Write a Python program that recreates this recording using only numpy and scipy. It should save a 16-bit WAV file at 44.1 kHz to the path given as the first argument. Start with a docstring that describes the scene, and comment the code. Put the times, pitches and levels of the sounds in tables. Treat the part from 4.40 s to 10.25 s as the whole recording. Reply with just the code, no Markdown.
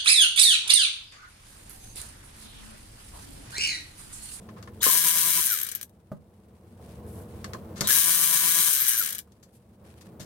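"""Close in front of a stereo pair in a garage, a cordless ratchet spins two bolts out of an engine pulley.
Over room rumble and faint glove rustle the socket taps steel, the motor whines up, the bolt thumps loose.
The crank snaps the pawl twice a turn: a buzzing rattle with gritty clicks, single clicks as it coasts.
Then a knock on the pulley, glove slides, and the rumble swelling back as the gain control recovers.
More taps lead into a second, longer run, eased before it coasts down; taps and glove slides end the scene."""
import sys
import numpy as np
from scipy import signal
from scipy.fft import rfft, irfft
from scipy.io import wavfile
from scipy.ndimage import uniform_filter1d, minimum_filter1d

SR = 44100
rng = np.random.default_rng(int(sys.argv[2]) if len(sys.argv) > 2 else 0)


def wrap_up_sound(samples):
    """Save the sound to the file named by the first command line argument, as 16-bit audio."""
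    columns = np.atleast_2d(samples).T
    # keep every value between -1 and 1, then stretch to whole-number steps
    tamed = np.clip(columns, -1, 1)
    steps = np.round(tamed * 32767).astype(np.int16)
    wavfile.write(sys.argv[1], SR, steps)


N = 257984
T = np.arange(N) / SR  # s

# garage rumble: (frequency [Hz], density [dB per Hz])
RUMBLE_SPECTRUM = [(20, -41.5), (40, -19.5), (75, -0.5), (200, -3.5), (290, -12.5), (500, -13),
                   (1000, -22.5), (2000, -39), (6500, -53.5), (9500, -50), (16000, -40.5)]
# standing waves of the garage and the gaps between them: (frequency [Hz], width [Hz], lift [dB])
ROOM_MODES = [(90, 40, 2), (153, 25, -8.5), (180, 11, 2), (218.7, 42, 4.5), (271, 29, -7), (326, 26, 6.5),
              (440, 10, 5), (482, 10, 7.5), (1070, 75, 2.5)]
# likeness of the rumble at the two microphones: (frequency [Hz], correlation [-1 to 1])
RUMBLE_LIKENESS = [(60, 0.98), (250, 0.98), (500, 0.92), (1000, 0.15), (2000, 0.88), (8000, 0.29)]
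# rumble swells as the tool is carried to the next bolt and put away: (time [s], length [s], lift [dB])
TOOL_MOVES = [(2.383, 1.21, 4.5), (5.4, 0.61, 6.5)]
ROOM_DB = -46  # rumble level before the moves lift it

# glove cloth: (frequency [Hz], density [dB per Hz])
CLOTH_SPECTRUM = [(300, -17), (1500, 0), (2500, -2.5), (7000, -8), (8700, -3.5), (12000, -6), (16000, -26)]
# gloves sliding on tool and belt:
# (time [s], length [s], level [dB], treble tilt [dB per octave], unevenness [dB])
GLOVE_RUBS = [(2.402, 0.15, -57.5, 0.5, 3.5), (2.652, 0.17, -56.5, 9, 1.2), (2.87, 0.24, -62, 0.5, 1),
              (5.114, 0.052, -53.5, 4.5, -1.5), (5.434, 0.24, -52, -1, 3)]
RUB_ATTACK_S, RUB_RELEASE_S = .025, .02
GRIP_DB = -64  # the faint rustle of a steady grip

# difference at the pair for sounds on the tool's side: (frequency [Hz], left minus right [dB])
LEFT_MINUS_RIGHT = [(150, 1), (500, 3), (1000, .7), (2000, 3.8), (4000, 3.9), (8000, 6.9), (14000, 6.7)]

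# socket taps and scrapes on steel, and gritty clicks from the bolt during the runs, levels before a common
# lift: (time [s], level [dB], treble tilt [dB per octave], 60 dB decay [s], time constant of the onset [s])
TAPS_AND_CLICKS = [(0.0881, -35.5, -5, 0.052, 0.00092), (0.16, -36, -5.5, 0.2, .008),
                   (0.226, -36.5, 1, 0.044, 0.00035), (.274, -33.5, -6.5, .04, .001),
                   (0.413, -18.5, 5, 0.14, .004), (.459, -8, -4, 0.076, .003),
                   (0.55, -17.5, -2, .025, .001), (3.0435, -25.5, 0, 0.027, .0003),
                   (3.1335, -26.5, -0.5, 0.046, 0.00027), (3.147, -30, -11.5, 0.037, 0.00089),
                   (3.357, -28.5, 1.5, 0.17, .03), (3.4079, -13, 4, 0.043, .0005),
                   (3.43, -21.5, 2, 0.25, .01), (3.506, -14.5, 2.5, .025, 0.0009),
                   (3.527, -14.5, 5.5, .04, .002), (3.561, -19, 0, .03, .001),
                   (3.831, -18.5, -2, 0.013, .0005), (3.953, -21.5, -3.5, 0.017, .0005),
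                   (4.076, -19, 3, .02, 0.00041), (4.919, -42, 5, 0.032, .002),
                   (5.027, -32.5, 5, 0.084, .002), (5.608, -32.5, 4, 0.05, .006),
                   (5.795, -22.5, 3.5, 0.14, 0.0076)]
# colour of the taps and gritty clicks: (frequency [Hz], density [dB per Hz])
STEEL_SPECTRUM = [(150, -26), (400, -1), (880, -15), (1060, 10), (1350, 0.5), (1650, 4), (2500, -5.5),
                  (4300, -2), (6500, -5), (9000, -13), (13000, -15), (16000, -32.5)]

# motor winding up against the tight bolt:
# (time [s], length [s], start pitch [Hz], end pitch [Hz], level [dB])
WIND_UPS = [(0.403, 0.025, 3480, 3920, -39), (3.436, 0.049, 3775, 3965, -34.5)]

# one row a bolt: (pawl starts [s], time constant of its bite [s], last stroke [s],
# speed at that stroke [turns/s], friction [turns/s per s], time of one surge [s], surge spacing [crank turns])
BOLT_RUNS = [(.424, .002, 1.413, 8.7, 205, .89, 17.5), (3.473, .028, 4.7831, 23.3, 315, 3.955, 20.6)]
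FULL_HZ, CATCH_HZ = 166.3, 70  # crank turns a second: flat out, and as the pawl catches
SPIN_UP_S, DRAG_S = .036, .42  # time constants of the motor and of the drag
STOP_S = .022  # the crank is at rest this long after its last stroke
# on the second bolt the trigger is let halfway out: time, target turns a second, time constant
EASE_AT_S, EASED_HZ, EASE_S = 4.28, 110, .11

# tool head and housing: (frequency [Hz], density [dB per Hz])
HEAD_SPECTRUM = [(100, -29), (550, -32), (800, -30), (1050, -14), (1400, -14), (1900, -10.5), (2550, -8.5),
                 (3100, -5), (4600, -5.5), (6200, -4.5), (7500, -5), (8700, 0), (11000, 0), (13000, 1),
                 (14500, -2), (16000, -5)]
# peaks and gaps of that head: (frequency [Hz], width [Hz], lift [dB])
HEAD_MODES = [(880, 100, -5), (1170, 80, 2), (1380, 60, -5), (1490, 90, 4), (1640, 160, 10), (1830, 80, 3),
              (1990, 60, 3), (2060, 50, -6), (2170, 80, 3), (2350, 110, 4), (2560, 70, -9), (2660, 80, 3),
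              (2790, 110, -8), (3020, 200, 3), (3570, 110, -10), (3830, 250, 3), (4660, 170, -9),
              (5050, 300, 2), (5380, 140, -4), (5950, 300, 3), (6480, 200, 3), (8700, 220, 3)]
# ringing of the loose pawl and socket: (frequency [Hz], half-width [Hz], level [dB])
LOOSE_MODES = [(1655, 40, -10), (12880, 720, -4)]
RATTLE_DB = -14.5  # gain of the rattle at full speed, before load, surges and the tool head's lift
FORCE_EXPONENT = 1.7  # how steeply each snap grows with speed
SPRING_DB = -10.5  # however slow the crank, the spring snaps the pawl this hard, relative to full speed
BOUNCE_S, SCATTER_S, SCATTER_SHARE = .0008, .0045, .2  # decay of a snap: fast bounce, slower scatter
LOAD_DB, LOAD_RISE_S, LOAD_S = 2, .11, .025  # a tight bolt is louder: lift, build-up, release constant
SURGE_DB = .9  # how far the rattle swells as the socket wobbles

# gear hum: (multiple of the crank rate, level [dB], depth of beat [0-1])
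HUM_ORDERS = [(1, 0, .4), (2, -4.5, .6), (3, -11, .5), (4, -6.5, .9), (5, -14, .8), (6, 6, .45), (7, 0, .5),
              (8, -5, .6), (9, -1.5, .6), (10, -3, .6), (11, -4, .5), (12, -4, .6), (13, -4.5, .5),
              (14, -6, .5), (16, -3, .5), (18, -2, .5), (19, -3, .5)]
HUM_DB = -25.5  # gain of the hum sum against the rattle gain
GEAR_TEETH, PINION_ORDER = 14, 52.7  # meshes per crank turn: reduction gear, motor pinion
FREE_WHINE_DB, FREE_GEAR_DB = -3.5, -1.5  # pinion and gear whine off the throttle, against the rattle gain
PINION_RING_HZ, PINION_RING_WIDTH_HZ = 6000, 600  # the coasting pinion is loudest near this pitch
GEAR_RING_HZ, GEAR_RING_WIDTH_HZ = 1430, 150  # the gear only sings as it passes this pitch

# churn of slack gears: (frequency [Hz], density [dB per Hz])
CHURN_SPECTRUM = [(100, -16), (650, -13), (950, -19), (1250, -7), (1600, 1), (2100, -2), (3200, 0),
                  (6500, -1), (8000, -6), (16000, -16)]
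CHURN_EXPONENT = .7  # the churn dies slowly with speed
# gears knocking across their slack once a turn: (frequency [Hz], density [dB per Hz])
BACKLASH_SPECTRUM = [(50, -28), (130, -8), (260, -13), (420, -7), (580, -23), (870, -20), (1080, 2),
                     (1300, 3), (1600, 1), (1850, 3), (2400, -3), (4000, -14), (16000, -40)]
BACKLASH_DB, BACKLASH_EXPONENT = -37, 1  # gain at full speed before load; growth with speed
# rust cracking in the thread: mean cracks a second, mid level at full speed, 60 dB decay
GRIT_PER_S, GRIT_DB, GRIT_T60_S = 45, -22, .018

# dull thumps, the bolt breaking loose and knocks on the pulley:
# (time [s], level [dB], freedom to ring [dB], lowest pitch of the thud [Hz])
DULL_THUMPS = [(0.462, -13.5, -14, 378), (0.482, -21.5, -12, 300), (1.7168, -22.5, 8.5, 108.4),
               (3.145, -29, -16.5, 60), (3.41, -19, -1, 302), (3.44, -32.5, -2, 100),
               (4.871, -41.5, -25, 1000), (5.799, -39, 13, 100)]
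# ringing of the pulley and its bracket: (frequency [Hz], level [dB], 60 dB decay [s])
PULLEY_MODES = [(152, -5, .26), (197, -1, .12), (250, -7, .07), (385, -7, .08), (480, -10, .05),
                (572, -6, .09), (615, -7, .07), (829, -13, .055), (1050, -15, .05), (1200, -13, .06),
                (1480, -21, .05), (1965, -28, .06)]
# dead thud of a thump: (frequency [Hz], density [dB per Hz])
THUD_SPECTRUM = [(25, -35), (60, -17.5), (170, -8), (600, -6.5), (780, -18.5), (1050, -9.5), (1300, -13),
                 (2200, -35.5), (8000, -38), (16000, -36)]

# socket singing on the bolt head: (time [s], length [s], pitch [Hz], width [Hz], level [dB])
SOCKET_RINGS = [(0.487, 0.016, 1033, 29.9, -24.5), (3.494, 0.036, 1657, 61, -28.5),
                (3.556, 0.024, 1643, 70, -28)]
# loosened bolt rocking in the socket, each snap ringing brightly:
# (time [s], length [s], pitch [Hz], half-width [Hz], gain against the rattle [dB])
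BOLT_ROCKS = [(1.051, 0.022, 11000, 2540, 1), (1.11, .03, 13040, 400, 0), (1.229, .006, 12900, 400, 8),
              (1.347, 0.0091, 12900, 900, 3.5), (1.421, 0.0085, 12800, 400, 0),
              (4.329, 0.011, 11000, 2460, -0.5), (4.401, .028, 12700, 550, 0.5),
              (4.478, 0.017, 11800, 1600, 6.5), (4.573, 0.031, 12600, 500, 3)]
# single clacks of the pawl as it catches or drops into a tooth: (time [s], level [dB])
PAWL_CLACKS = [(1.2882, -4), (1.3574, -9), (1.413, -6.5), (1.4275, -12), (1.495, -28), (3.473, -1.5),
               (3.478, -1)]
EDGE_HZ = 16000  # top of the recorder's band


def amp(db):
    """Decibels to gain."""
    return 10 ** (np.asarray(db) / 20)


def evened(x):
    """Scales to rms 1."""
    return x / np.sqrt(np.mean(x ** 2) + 1e-20)


def read(points, hz):
    """Reads a spectrum on a log-frequency axis."""
    f, value = np.transpose(points)
    return np.interp(np.log(hz + 1), np.log(f + 1), value)


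def peaks_db(modes, f):
    """Lift and loss in dB from a table of resonances and gaps."""
    return sum(db / (1 + (2 * (f - hz) / width) ** 2) for hz, width, db in modes)


def add(mix, s, sound):
    """Mixes a sound in at time s."""
    part = mix[..., round(s * SR):][..., :sound.shape[-1]]
    part += sound[..., :part.shape[-1]]


def convolve(x, response):
    """Passes one or two channels through a mono or stereo response."""
    return signal.fftconvolve(np.atleast_2d(x), np.atleast_2d(response), axes=1)[:, :x.shape[-1]]


def colour(db_at, size=2048):
    """Causal (minimum-phase) response of energy 1 with the given dB spectrum."""
    log_gain = np.log(amp(db_at(abs(np.fft.fftfreq(size, 1 / SR)))))
    response = np.fft.ifft(np.exp(np.conj(signal.hilbert(log_gain)))).real
    return response / np.linalg.norm(response)


def resonance(hz, width):
    """Response of energy 1 that rings at one pitch."""
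    return colour(lambda f: -20 * np.log10(1 + ((f - hz) / width) ** 2))


def drift(hz, size=16384):
    """Slow chance of rms 1: noise that falls away above the given rate."""
    low_pass = 1 + (np.fft.rfftfreq(size, T[-1] / size) / hz) ** 4
    slow = irfft(rfft(rng.standard_normal(size)) / low_pass)
    return np.interp(T, np.linspace(0, T[-1], size), evened(slow))


def swell(start, length, attack_s, release_s):
    """Linear attack, hold, exponential release that begins at start + length."""
    attack = np.clip((T - start) / attack_s, 0, 1)
    return attack * np.exp(-np.maximum(T - start - length, 0) / release_s)


def echoes(t60, size=16000):
    """Dense reflections of energy 1, different at each microphone."""
    t = np.arange(size) / SR
    tail = rng.standard_normal((2, size)) * amp(-60 * t / t60) * (1 - np.exp(-t / (t60 / 60)))
    return tail / np.linalg.norm(tail, axis=1, keepdims=True)


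def in_garage(x, room_db, room_t60):
    """Direct sound and a short room tail."""
    return x + amp(room_db) * convolve(x, echoes(room_t60))


def from_left(x, lead_s=.00007):
    """Places a source nearer the left microphone: the right hears it later and differently coloured."""
    hz = np.fft.rfftfreq(N, 1 / SR)
    half_db = read(LEFT_MINUS_RIGHT, hz) / 2
    left = amp(half_db)
    right = amp(-half_db) * np.exp(-2j * np.pi * hz * lead_s)
    return irfft(rfft(x) * np.array([left, right]), N)


def garage():
    """Low rumble shaped by standing waves, alike at both microphones by band, stronger with tool moves."""
    hz = np.fft.rfftfreq(N, 1 / SR)
    left, other = rfft(rng.standard_normal((2, N)))
    alike = np.clip(read(RUMBLE_LIKENESS, hz), -1, 1)
    right = alike * left + np.sqrt(1 - alike ** 2) * other
    spectrum = amp(read(RUMBLE_SPECTRUM, hz) + peaks_db(ROOM_MODES, hz))
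    noise = irfft(np.array([left, right]) * spectrum, N)
    moving_db = sum(db * swell(s, length, attack_s=.022, release_s=.058) for s, length, db in TOOL_MOVES)
    return evened(noise) * amp(ROOM_DB + moving_db + drift(21))


def cloth(tilt, uneven_db):
    """Cloth friction as noise in uneven grains, tilted in treble."""
    grains = rng.standard_normal((2, N)) * amp(uneven_db * (drift(300) + drift(30)))
    weave = colour(lambda f: read(CLOTH_SPECTRUM, f) + tilt * np.log2((f + 1) / 4000))
    return evened(convolve(grains, weave))


def gloves():
    """Cloth rustles faintly in a steady grip and slips in uneven grains with each slide."""
    rustle = amp(GRIP_DB) * cloth(tilt=0, uneven_db=2.0)
    for s, length, db, tilt, uneven_db in GLOVE_RUBS:
        shape = swell(s, length, RUB_ATTACK_S, RUB_RELEASE_S)
        rustle = rustle + amp(db) * shape * cloth(tilt, uneven_db)
    return rustle * amp([[1], [-1]])  # left +1 dB, right -1 dB


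def taps_and_clicks(lift_db=15, size=11000):
    """Socket taps and scrapes on steel, and gritty clicks from the bolt: decaying noise, sharp or soft."""
    out, t = np.zeros((2, N)), np.arange(size) / SR
    for s, db, tilt, length, onset_s in TAPS_AND_CLICKS:
        grains = rng.standard_normal((2, size)) * rng.exponential(1, size)
        burst = grains * amp(-60 * t / length) * (1 - np.exp(-t / onset_s))
        steel = colour(lambda f: read(STEEL_SPECTRUM, f) + tilt * np.log2(np.maximum(f, 600) / 3000))
        add(out, s, amp(db + lift_db) * convolve(burst / np.linalg.norm(burst[0]), steel))
    return from_left(in_garage(out, room_db=-6, room_t60=.11))


def wind_up(overtone_db=-4, gear_db=-10):
    """A short rising whine of pinion and gear as the motor winds up."""
    out = 0
    for s, length, from_hz, to_hz, db in WIND_UPS:
        pitch = np.interp(T, [s, s + length], [from_hz, to_hz])
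        phase = 2 * np.pi * np.cumsum(pitch) / SR + .9 * drift(400)
        pinion = np.sin(phase) + amp(overtone_db) * np.sin(2 * phase)
        gear = amp(gear_db) * np.sin(phase * GEAR_TEETH / PINION_ORDER)
        out = out + amp(db) * swell(s, length, .01, .005) * (pinion + gear)
    return from_left(out)


def crank_speed(start, last, last_hz, friction):
    """Turns a second: the motor spins up, follows the trigger, then coasts against friction and drag."""
    driven = FULL_HZ - (FULL_HZ - CATCH_HZ) * np.exp(-np.maximum(T - start, 0) / SPIN_UP_S)
    if start < EASE_AT_S < last:
        eased = 1 - np.exp(-np.maximum(T - EASE_AT_S, 0) / EASE_S)
        driven = driven - (FULL_HZ - EASED_HZ) * eased
    coasting = (last_hz + friction * DRAG_S) * np.exp((last - T) / DRAG_S) - friction * DRAG_S
    return np.clip(coasting, 0, driven)


def snaps(turns, at, scatter_db, jitter_s, size=400):
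    """One click each time the crank passes the angle at, a little uneven in size and time."""
    chance = rng.standard_normal((size, 2))
    when = np.flatnonzero(np.diff(np.floor(turns - at)) > 0)[:size]
    sizes, slips = chance[:len(when)].T
    slipped = when + np.round(slips * jitter_s * SR).astype(int)
    out = np.zeros(N)
    np.add.at(out, np.clip(slipped, 0, N - 1), amp(scatter_db * sizes))
    return out


def chatter(clicks, share, split_hz=3500):
    """Parts bounce after each snap: lows stay more a pulse, highs a short rattle at each microphone."""
    def smear(seconds):
        r = np.exp(-1 / (seconds * SR))
        return signal.lfilter([1 - r], [1, -r], clicks ** 2 + 1e-20)
    power = (1 - SCATTER_SHARE) * smear(BOUNCE_S) + SCATTER_SHARE * smear(SCATTER_S)
    bounces = np.sqrt(power) * rng.standard_normal((2, N))
    hz = np.fft.rfftfreq(N, 1 / SR)
    loose = np.clip(share, 0, 1) * (1 - .7 / (1 + (hz / split_hz) ** 4))
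    return irfft(np.sqrt(1 - loose) * rfft(clicks) + np.sqrt(loose) * rfft(bounces), N)


def pawl_snaps(turns, speed, return_db=-1):
    """Two snaps a crank turn; the pawl drops back later in the turn at speed."""
    return_at = .11 + .19 * speed / FULL_HZ
    stroke = snaps(turns, 0, 1.5, .00003)
    drop_back = amp(return_db) * snaps(turns, return_at, 2, .00005)
    return chatter(stroke + drop_back, .975) * np.sqrt(SR / speed / 2)  # evens power across click rates


def tooth_skips():
    """At speed the pawl also skips over the teeth: many tiny bright clicks, random in time and size."""
    skips = (rng.random(N) < 1800 / SR) * amp(4.5 * rng.standard_normal(N))
    bursts = np.sqrt(signal.lfilter([1], [1, -.9], skips + 1e-12)) * rng.standard_normal((2, N))
    return evened(signal.lfilter(*signal.butter(1, 3000, "high", fs=SR), bursts))


def gear_hum(turns, socket):
    """Multiples of the crank rate; each wavers with the backlash and beats as the socket wobbles."""
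    turns = turns + .012 * drift(50)  # backlash, in turns
    hum = 0
    for k, db, depth in HUM_ORDERS:
        beat_phase = socket + 1.2 + k / 10 * drift(3)
        beat = np.sqrt(1 + depth ** 2 + 2 * depth * np.cos(beat_phase))
        waver = 1 + .35 * drift(30)
        tone = np.cos(2 * np.pi * (k * turns + rng.random()) + .55 * drift(16))
        hum = hum + amp(db) * beat * waver * tone
    return hum


def gear_tones(turns, socket, speed, slack, mesh, whine_db=-22):
    """Hum under power, and pinion and gear whine that changes as the gears go slack."""
    pace = speed / FULL_HZ
    hum = gear_hum(turns, socket) * np.minimum(pace, 1) ** 18  # steep: only near full speed
    whine = (1 + .5 * drift(40)) * np.cos(2 * np.pi * PINION_ORDER * turns + .3 * drift(100))
    gear_sings = 1 / (1 + ((GEAR_TEETH * speed - GEAR_RING_HZ) / GEAR_RING_WIDTH_HZ) ** 2)
    gear = (1 + .7 * drift(45)) * mesh * gear_sings
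    pinion_sings = 1 / (1 + ((PINION_ORDER * speed - PINION_RING_HZ) / PINION_RING_WIDTH_HZ) ** 2)
    free = amp(FREE_WHINE_DB) * pinion_sings * whine + amp(FREE_GEAR_DB) * gear
    freewheel = slack ** 2 * pace ** 1.5 * free  # fades as the motor slows
    return amp(HUM_DB) * hum + amp(whine_db) * (1 - slack) * whine + freewheel


def motor_run(start, bite_s, last, last_hz, friction, surge_at, surge_turns,
              teeth_db=-1, churn_db=-31, wobble=.004):
    """Pawl, teeth, gears and motor follow one crank; the rattle grows with speed, load and surges."""
    speed = crank_speed(start, last, last_hz, friction)
    speed = np.maximum(speed * (1 + wobble * speed / FULL_HZ * drift(25)), 1e-3)
    pace = speed / FULL_HZ
    on = uniform_filter1d(1. * ((T > start) & (T < last + STOP_S)), 50)
    turns = np.cumsum(speed * on) / SR
    turns = turns - np.interp(last, T, turns)  # the last stroke falls on a whole turn
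    socket = 2 * np.pi * (turns - np.interp(surge_at, T, turns)) / surge_turns

    load_db = LOAD_DB * swell(start, LOAD_RISE_S, LOAD_RISE_S, LOAD_S)
    snap = amp(SPRING_DB) + (1 - amp(SPRING_DB)) * pace ** FORCE_EXPONENT
    bite = 1 - .85 * np.exp(-np.maximum(T - start, 0) / bite_s)
    gain = amp(RATTLE_DB + load_db + SURGE_DB * np.cos(socket))
    level = on * bite * snap * np.sqrt(pace) * gain

    teeth_gain = amp(teeth_db) * pace ** 1.2
    blend = (pawl_snaps(turns, speed) + teeth_gain * tooth_skips()) / np.sqrt(1 + teeth_gain ** 2)
    rattle = level * blend * amp(.5 * drift(25))  # the socket sits unevenly on the bolt

    slack = np.clip(4 * (1 - pace) - .05, 0, 1)  # off the throttle the loose pawl and gears ring freely
    mesh = np.cos(2 * np.pi * GEAR_TEETH * turns + .5 * drift(60))
    churn_gain = on * bite * slack * pace ** CHURN_EXPONENT * amp(churn_db)
    churn = churn_gain * (1 + .7 * mesh) * rng.standard_normal((2, N))
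    clunks = chatter(snaps(turns, .55, 3, .0003), .9, split_hz=300) * np.sqrt(SR / speed)
    backlash = on * bite * clunks * pace ** BACKLASH_EXPONENT * amp(BACKLASH_DB + load_db)
    tones = level * gear_tones(turns, socket, speed, slack, mesh)
    return rattle, rattle * slack, churn, backlash, on * bite * pace, tones


def grit(force, count=14, size=1500):
    """Rust cracks in the thread: sparse clicks, each kind with a pitch of its own."""
    t, out = np.arange(size) / SR, np.zeros((2, N))
    for hz in np.geomspace(1200, 6500, count) * rng.uniform(.93, 1.07, count):
        tone_and_noise = np.sin(2 * np.pi * hz * t) + .6 * rng.standard_normal((2, size))
        crack = amp(-60 * t / GRIT_T60_S) * tone_and_noise
        crack = crack / np.linalg.norm(crack[0])
        for at in np.flatnonzero(rng.random(N) < GRIT_PER_S / count / SR):
            add(out, at / SR, force[at] * amp(GRIT_DB + rng.uniform(-7, 5)) * crack)
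    return out


def housing(spectrum):
    """A broad spectrum with the peaks and gaps of the tool's head."""
    return colour(lambda f: read(spectrum, f) + peaks_db(HEAD_MODES, f))


def ratchet(metal_db=3, loose_db=-11.5):
    """Both runs sound through the tool's head; gears knock and churn and loose parts ring as it coasts."""
    runs = [motor_run(*row) for row in BOLT_RUNS]
    rattle, ringing, churn, backlash, force, tones = map(sum, zip(*runs))
    rattle = rattle + clacks()
    loose_ring = sum(amp(db) * resonance(hz, width) for hz, width, db in LOOSE_MODES)
    metal = convolve(rattle, housing(HEAD_SPECTRUM)) + convolve(churn, housing(CHURN_SPECTRUM))
    metal = metal + amp(loose_db) * convolve(ringing, loose_ring) + rocking(rattle)
    knocking = convolve(backlash, colour(lambda f: read(BACKLASH_SPECTRUM, f))) + grit(force)
    return from_left(in_garage(amp(metal_db) * metal + knocking, room_db=-7, room_t60=.09) + tones)


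def thumps(thud_db=21, thud_t60=.086, size=14000):
    """The bolt breaking loose and knocks on the pulley: low ringing modes over a dead thud."""
    out, t = np.zeros((1, N)), np.arange(size) / SR
    ring = sum(amp(db - 60 * t / t60) * np.sin(2 * np.pi * hz * t) for hz, db, t60 in PULLEY_MODES) / 2
    ring *= 1 - np.exp(-t / .0006)  # soft onset
    for s, db, ring_db, low_hz in DULL_THUMPS:
        dull = colour(lambda f: read(THUD_SPECTRUM, f) - 10 * np.log10(1 + (low_hz / (f + 20)) ** 4))
        thud = amp(thud_db) * convolve(echoes(thud_t60, size=size)[0], dull) / 2
        add(out, s, amp(db) * (amp(ring_db) * ring + thud))
    return in_garage(out, room_db=-9, room_t60=.2)


def socket_rings(attack_s=.0029, release_s=.0037):
    """The socket rubs on the bolt head and one of its resonances sings up briefly."""
    out = 0
    for s, length, hz, width, db in SOCKET_RINGS:
        phase = 2 * np.pi * hz * T
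        narrow_noise = drift(width) * np.cos(phase) + drift(width) * np.sin(phase)
        out = out + amp(db) * swell(s, length, attack_s, release_s) * narrow_noise
    return from_left(in_garage(out, room_db=-7, room_t60=.1))


def rocking(rattle, size=4096):
    """While the loose bolt rocks, each snap of the pawl sets the socket ringing."""
    out = np.zeros((2, N))
    for s, length, hz, width, db in BOLT_ROCKS:
        part = slice(round(s * SR), round(s * SR) + size)
        random_signs = rng.choice([-1, 1], (2, size))
        drive = rattle[:, part] * random_signs * swell(s, length, .002, .004)[part]
        add(out, s, amp(db) * convolve(drive, resonance(hz, width)))
    return out


def clacks():
    """The pawl drops into a tooth as the crank starts or stops: single clicks with a bounce."""
    clicks = np.zeros(N)
    for s, db in PAWL_CLACKS:
        add(clicks, s, amp([db]))
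    return chatter(clicks, .87)


def scene():
    """The tool, far louder than all else, over handling sounds and the room."""
    return garage() + gloves() + taps_and_clicks() + wind_up() + ratchet() + thumps() + socket_rings()


def record(dry, threshold_db=-17, hold_s=1.077, recover_db_per_s=12):
    """Gain control ducks at once, holds, and recovers slowly; then the band limit."""
    power_db = 10 * np.log10(abs(uniform_filter1d((dry ** 2).mean(0), 700)) + 1e-12)
    over_db = np.maximum(power_db - threshold_db, 0)
    half = int(hold_s * SR / 2)
    # the largest overshoot within the past hold time
    held = -minimum_filter1d(-over_db, 2 * half + 1, origin=half, mode="constant")
    fall = T * recover_db_per_s
    duck_db = uniform_filter1d(np.maximum.accumulate(held + fall) - fall, 200)
    edge = signal.firwin(511, EDGE_HZ, window=("kaiser", 9), fs=SR)
    return signal.oaconvolve(dry / amp(duck_db), edge[None], "same")


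dry = scene()
out = record(dry)
wrap_up_sound(out)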